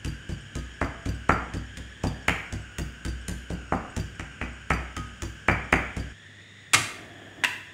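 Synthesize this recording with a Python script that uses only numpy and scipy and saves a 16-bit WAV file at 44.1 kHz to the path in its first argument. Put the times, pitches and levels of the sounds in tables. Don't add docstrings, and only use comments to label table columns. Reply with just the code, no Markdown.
import sys
import numpy as np
from scipy import signal
from scipy.fft import rfft, irfft, next_fast_len
from scipy.io import wavfile
from scipy.ndimage import map_coordinates

SR = 44100
rng = np.random.default_rng(int(sys.argv[2]) if len(sys.argv) > 2 else 0)


def inscribe(sig):
    pcm = np.round(np.clip(np.atleast_2d(sig).T, -1, 1) * 32767)
    wavfile.write(sys.argv[1], SR, pcm.astype(np.int16))


N = 341239

# pitch_hz, density_db
HISS_SPECTRUM = [(25, -34), (60, -5), (100, 4), (150, 1.5), (280, -3.5), (500, -10.5), (1000, -17),
                 (1500, -10.5), (2300, -10), (3000, -11), (4000, -28), (5500, -18), (6300, -26),
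                 (6800, -11.5), (7400, -24.5), (8300, -22.5), (10500, -36.5), (13500, -50), (15500, -41)]
# pitch_hz, density_db
DRONE_SPECTRUM = [(30, -3), (45, -7), (58, 32), (72, 15.5), (100, 10.5), (200, 24), (400, -46)]
# time_s, centre_hz
STOVE_WHIR_PATH = [(6.15, 1770), (6.49, 1942), (7.284, 1736), (7.738, 1820)]
# delay_s, relative_level_db
WALL_ECHOES = [(.0046, -9.5), (0.0116, -2.5), (0.011, -17.5), (0.0127, -11.5), (0.022, -14.5), (0.023, -53)]
# pitch_hz, t60_s
KITCHEN_DECAY = [(60, 0.88), (250, 0.6), (700, 0.57), (2000, 0.65), (4000, 0.56), (8000, 0.48),
                 (15000, 0.56)]
# pitch_hz, density_db
PUFF_SPECTRUM = [(40, -10), (65, -20), (110, 15), (160, -6), (400, -21), (1200, -50)]
# pitch_hz, density_db
FLAME_SPECTRUM = [(35, -20), (60, 0), (150, -2), (330, 2.5), (520, -8.5), (700, 0), (900, -14),
                  (2000, -11.5), (5000, -41)]
# start_s, rattle_level_db, clack_level_db, rattle_cutoff_hz
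STOVE_SNAPS = [(6.7336, -21, -42, 18000), (6.7429, -18.5, -51, 7000), (7.4369, -29, -29.5, 4100),
               (7.4472, -34.5, -28.5, 2500)]
# pitch_hz, density_db
RATTLE_SPECTRUM = [(40, -25), (110, -24), (250, -6), (600, -7), (1400, 1), (2500, 2), (3300, -4),
                   (5200, -7.5), (8200, -3.5), (10500, -11), (13500, -24), (15500, -24)]
# pitch_hz, density_db
KNOB_SPECTRUM = [(500, -27), (950, -34), (1300, -9), (1600, -2.5), (1850, 8), (2100, -4), (2700, -3),
                 (3700, -11.5), (5000, -56)]
# pitch_hz, level_db, t60_s
STEEL_MODES = [(998, -5, .09), (1798, 0, .03), (1940, -1, .025)]
# start_s, level_db
CHINA_JOLTS = [(0.556, -50.5), (4.967, -38.5)]
# pitch_hz, level_db, t60_s
CHINA_MODES = [(1252, 0, .55), (3130, -9, .3)]
# pitch_hz, level_db, t60_s
BELL_MODES = [(2720, -9, .06), (3580, -15, .08), (4690, 0, .1), (4750, -4, .09), (5980, -8, .08),
              (7600, -13, .06), (9200, -16, .05), (12060, -19, .07), (14450, -21, .06)]
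# delay_s, relative_level_db
CLAPPER_STRIKES = [(.029, 9), (.042, 0.5)]
# pitch_hz, level_db, t60_s
LINK_MODES = [(5470, -2, .1), (8080, 0, .09)]
# landing_s, crunch_level_db, thud_level_db, knock_level_db, contact_hardness_hz
PESTLE_STROKES = [ (.050, -40.5, -28, -51, 556), (0.293, -62, -30, -45, 543),
                  (0.5562, -42, -29.5, -45, 503.8), (.815, -44, -29, -30, 1660),
                  (1.060, -43.5, -27, -38, 564), (1.294, -41.5, -27, -23, 1790),
                  (1.540, -43.5, -29.5, -43, 533), (1.773, -42, -36, -60, 506), (2.039, -42, -26, -31, 850),
                  (2.283, -34.5, -33, -28.5, 4370), (2.527, -42, -31.5, -43.5, 700),
                  (2.787, -37.5, -28.5, -42, 570), (3.053, -40.5, -27.5, -46, 560),
                  (3.2847, -37, -29.5, -39.5, 500), (3.504, -44.5, -30.5, -35, 600),
                  (3.723, -57, -31.5, -26.5, 1280), (3.968, -40, -27.5, -39, 593.3),
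                  (4.1965, -43, -36.5, -44, 2750), (4.414, -47, -32.5, -39.5, 2730),
                  (4.705, -41, -26.5, -29, 2362), (4.968, -40.5, -32, -48.5, 2330),
                  (5.2236, -38.5, -30, -47, 510), (5.485, -42, -27.5, -24.5, 2150),
                  (5.7275, -37, -28.5, -24.5, 2360), (5.969, -43.5, -29, -36, 584)]
# pitch_hz, density_db
CRUSH_SPECTRUM = [(300, -49), (1200, 0.5), (2500, 0.5), (4200, -7), (5800, -2.5), (7100, 0.5), (8200, -3),
                  (10500, -9), (13000, -20.5), (15500, -15.5)]
# pitch_hz, level_db, t60_s
TABLE_MODES = [(60.7, 1, 0.37), (75, 3, 0.097), (106.5, 0.5, 0.17), (140, -3.5, 0.35), (163.2, -35, 1),
               (231.2, -11, 0.51), (296, -33, 0.13)]
# pitch_hz, density_db
SHUDDER_SPECTRUM = [(70, -12), (150, 3.5), (240, -3), (330, 3.5), (420, -16.5), (490, -7.5), (700, -21.5),
                    (1000, -20.5), (2000, -56)]
# pitch_hz, density_db
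CLACK_SPECTRUM = [(40, -6.5), (130, -1.5), (290, 0), (550, -3.5), (760, 1.5), (1080, -4.5), (1300, 0.5),
                  (1800, 2), (2050, 1), (2450, 3.5), (2620, -1), (3200, -5), (3450, -20), (12000, -17.5)]
# pitch_hz, level_db, t60_s
STONE_MODES = [(277.96, -8, 0.052), (671.3, -7, 0.11), (793, -6, 0.1), (885, -17, 0.04), (1273, 2, 0.066),
               (1423, 10, 0.02), (1930, -17, 0.046), (2016, 0.5, 0.061), (2211, 13.5, 0.016),
               (2314, 11, 0.046), (2490, -1, 0.07), (2700, -15, 0.13)]

STOVE_S = 6.13
TOP_HZ = 15700
WHIR_HZ, WHIR_WANDER, WANDER_PER_S, WHIR_DB = 1610, 0.043, 3.22, -49.5
STOVE_WHIR_DB = -51.5
FLAME_DB, FLARE_DB, CATCH_S, SETTLE_S = -48.5, 18.5, 0.025, 0.11
TURN_DOWN_DB, TURN_DOWN_S = 12, .12
BELL_DB, ORDINARY_THUD_DB, BELL_GROWS = -62.5, -28.5, 2.8
LINKS_DB, LINKS_SPREAD_DB = -68, 3.5
TRAVEL_S = .0028
ROCK_S = 0.02933
CRISP_HZ, ORDINARY_CRUNCH_DB, CRISP_GROWS = 8600, -41.5, 2.9


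def amp(db):
    return 10 ** (np.asarray(db) / 20)


def unit(x):
    return x / np.sqrt(np.mean(x ** 2) + 1e-20)


def burst(x):
    return x / np.sqrt(np.sum(x ** 2) * 20 / SR + 1e-20)


def along(points, hz):
    point_hz, value = np.transpose(points)
    return np.interp(np.log(hz + 1), np.log(point_hz), value)


def add(track, s, x):
    part = track[max(round(s * SR), 0):][:len(x)]
    part += x[:len(part)]


def noise(spectrum, size):
    m = next_fast_len(size)
    gain = amp(along(spectrum, np.fft.rfftfreq(m, 1 / SR)))
    white = rfft(rng.standard_normal(m))
    return unit(irfft(white * gain, m)[:size])


def lowpass(x, hz, order):
    sections = signal.butter(order, min(hz, .45 * SR), fs=SR, output="sos")
    return signal.sosfilt(sections, x)


def wobble(rate):
    knots = rng.standard_normal(400)
    return map_coordinates(knots, [np.arange(N) * rate / SR], mode="mirror")


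def click(spectrum):
    size = SR // 2
    log_gain = np.log(amp(along(spectrum, np.fft.rfftfreq(size, 1 / SR))))
    cepstrum = irfft(log_gain, size)
    cepstrum[1:size // 2] *= 2
    cepstrum[size // 2:] = 0
    return burst(irfft(np.exp(rfft(cepstrum)), size))


def ring(modes, scatter_db, detune):
    hz, db, t60 = np.transpose(modes)[:, :, None]
    t = np.arange(int(SR * t60.max())) / SR
    size, shift = rng.standard_normal((2, len(modes), 1))
    decay = amp(db + scatter_db * size - 60 * t / t60)
    tones = np.sin(2 * np.pi * hz * (1 + detune * shift) * t)
    return burst(np.sum(decay * tones, axis=0))


def kitchen(x, early_db, tail_db):
    hz, t, z = signal.stft(rng.standard_normal(SR), SR, nperseg=256)
    decay = amp(-60 * t / along(KITCHEN_DECAY, hz)[:, None])
    tail = signal.istft(z * decay, SR, nperseg=256)[1]
    tail = tail * (1 - np.exp(-(np.arange(len(tail)) / SR / 0.013) ** 2))
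    response = amp(tail_db) * tail / np.linalg.norm(tail)
    response[0] += 1
    for delay, db in WALL_ECHOES:
        response[round(delay * SR)] += amp(db + early_db)
    return signal.fftconvolve(x, response)[:len(x)]


def background(width_hz, upper_ratio, upper_width_hz, upper_db):
    t = np.arange(N) / SR
    by_table = t < STOVE_S
    table_hz = WHIR_HZ * (1 + WHIR_WANDER * wobble(WANDER_PER_S))
    stove_hz = np.interp(t, *np.transpose(STOVE_WHIR_PATH))
    centre_hz = np.where(by_table, table_hz, stove_hz)
    hz, frames, z = signal.stft(rng.standard_normal(N), SR, nperseg=1024)
    centre = np.interp(frames, t, centre_hz)

    def peak(at, width):
        return 1 / (1 + ((hz[:, None] - at) / width) ** 2)

    shape = peak(centre, width_hz) + amp(upper_db) * peak(centre * upper_ratio, upper_width_hz)
    whir = unit(signal.istft(z * shape, SR, nperseg=1024)[1][:N])
    whir = whir * amp(np.where(by_table, WHIR_DB, STOVE_WHIR_DB))
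    hiss = noise(HISS_SPECTRUM, N) * amp(np.where(by_table, -50.5, -53.5))
    hum = amp(-53.5) * np.sin(2 * np.pi * 100 * t)
    return whir + hiss + hum


def drone():
    return amp(-59.0) * noise(DRONE_SPECTRUM, N)


def flame():
    t = np.arange(N) / SR
    lit = np.maximum(t - STOVE_SNAPS[0][0], 0)
    lowered = np.maximum(t - STOVE_SNAPS[-1][0], 0)
    puff_shape = (1 - np.exp(-lit / 0.021)) * np.exp(-lit / 0.062)
    puff = noise(PUFF_SPECTRUM, N) * amp(-28) * puff_shape
    flare_db = FLARE_DB * np.exp(-lit / SETTLE_S)
    turned_down_db = TURN_DOWN_DB * (1 - np.exp(-lowered / TURN_DOWN_S))
    flutter_db = 2.1 * wobble(14)
    level = amp(FLAME_DB + flare_db - turned_down_db + flutter_db)
    rush = noise(FLAME_SPECTRUM, N) * (1 - np.exp(-lit / CATCH_S)) * level
    return puff + rush


def stove():
    out, t = np.zeros(N), np.arange(SR // 4) / SR
    for s, rattle_db, clack_db, bright_hz in STOVE_SNAPS:
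        rattle_shape = np.exp(-t / 0.0094) * (1 - np.exp(-t / 0.0013))
        rattle = burst(noise(RATTLE_SPECTRUM, len(t)) * rattle_shape)
        knob = burst(noise(KNOB_SPECTRUM, len(t)) * np.exp(-t / 0.0061))
        add(out, s, amp(rattle_db) * lowpass(rattle, bright_hz, order=1))
        add(out, s, amp(clack_db + 2.5) * knob)
        add(out, s, amp(clack_db - 3.5) * ring(STEEL_MODES, scatter_db=0, detune=0))
    return kitchen(out, early_db=-17, tail_db=-7.0)


def china_bowl(out):
    for s, db in CHINA_JOLTS:
        add(out, s, amp(db) * ring(CHINA_MODES, scatter_db=0, detune=0))


def bracelet(out):
    t = np.arange(SR // 16) / SR
    for s, _, thud_db, *_ in PESTLE_STROKES:
        bell_db = BELL_DB + BELL_GROWS * (thud_db - ORDINARY_THUD_DB)
        for lag, db in CLAPPER_STRIKES:
            tick = burst(noise(CRUSH_SPECTRUM, len(t)) * np.exp(-t / 0.0097))
            jingle = ring(BELL_MODES, scatter_db=4, detune=0.0028)
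            add(jingle, 0, amp(-7.5) * tick)
            add(out, s + lag + 0.0014 * rng.normal(), amp(bell_db + db) * jingle)
        tinkle_db = LINKS_DB + LINKS_SPREAD_DB * rng.normal()
        tinkle = ring(LINK_MODES, scatter_db=9, detune=.005)
        add(out, s + rng.uniform(.08, .21), amp(tinkle_db) * tinkle)


def trinkets():
    out = np.zeros(N)
    bracelet(out)
    china_bowl(out)
    return kitchen(out, early_db=-32, tail_db=-10)


def crunch(rise, fall, grain):
    t = np.arange(SR // 8) / SR - .01
    pressure = np.exp(np.minimum(t, 0) / rise - np.maximum(t, 0) / fall)
    cells = np.repeat(np.exp(grain * rng.standard_normal(len(t))), 16)[:len(t)]
    return burst(noise(CRUSH_SPECTRUM, len(t)) * pressure * cells)


def shudder():
    t = np.arange(SR // 5) / SR
    shape = (1 - np.exp(-t / 0.0024)) / (1 + (t / 0.038) ** 4)
    return burst(noise(SHUDDER_SPECTRUM, len(t)) * shape)


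def mortar_bowl(x, bounce_s, bounce):
    lap = np.exp(-2j * np.pi * np.fft.rfftfreq(SR, 1 / SR) * bounce_s)
    return irfft(rfft(x, SR) * (lap - bounce) / (1 - bounce * lap), SR)


def pounding():
    crush, thud, knock = np.zeros((3, N))
    clack = click(CLACK_SPECTRUM)
    for s, crunch_db, thud_db, knock_db, hard_hz in PESTLE_STROKES:
        travel = TRAVEL_S * min(amp(thud_db - ORDINARY_THUD_DB), 1)
        first_touch = s - travel - .0095
        crisp_hz = CRISP_HZ * amp(CRISP_GROWS * (crunch_db - ORDINARY_CRUNCH_DB))
        crisp = lowpass(crunch(rise=.0008, fall=.0024, grain=.3), crisp_hz, order=1)
        squish = lowpass(crunch(rise=0.002, fall=0.022, grain=0.57), 4700, order=1)
        add(crush, first_touch, amp(crunch_db - 4) * crisp)
        add(crush, first_touch, amp(thud_db - 18.5) * squish)

        push = lowpass(ring(TABLE_MODES, scatter_db=2.0, detune=0.023), 181, order=2)
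        add(thud, s, amp(thud_db - 3.0) * push)
        add(thud, s + ROCK_S, amp(thud_db - 3.5) * push)
        add(thud, s, (amp(thud_db - 9.5) + amp(knock_db - 8.0)) * shudder())

        stone = clack.copy()
        add(stone, 0, amp(-5.5) * ring(STONE_MODES, scatter_db=6, detune=0.015))
        blow = mortar_bowl(lowpass(stone, hard_hz, order=4), bounce_s=.00135, bounce=0.59)
        add(knock, s, amp(knock_db + 1.5) * kitchen(blow, early_db=-2.5, tail_db=-3.5))
    crush = kitchen(crush, early_db=-4, tail_db=-6.0)
    thud = kitchen(thud, early_db=-6, tail_db=-11)
    return crush + thud + knock


def scene():
    at_table = np.clip((STOVE_S - np.arange(N) / SR) * 200, 0, 1)
    room = background(width_hz=130, upper_ratio=1.877, upper_width_hz=250, upper_db=-8.0)
    table = drone() + trinkets() + pounding()
    return (room + flame() + stove() + table * at_table)[None]


def record(dry):
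    x = signal.sosfilt(signal.butter(2, 38, "high", fs=SR, output="sos"), dry)
    m = next_fast_len(N + SR // 2)
    in_band = np.fft.rfftfreq(m, 1 / SR) < TOP_HZ
    return irfft(rfft(x, m) * in_band, m)[..., :N]


dry = scene()
out = record(dry)
inscribe(out)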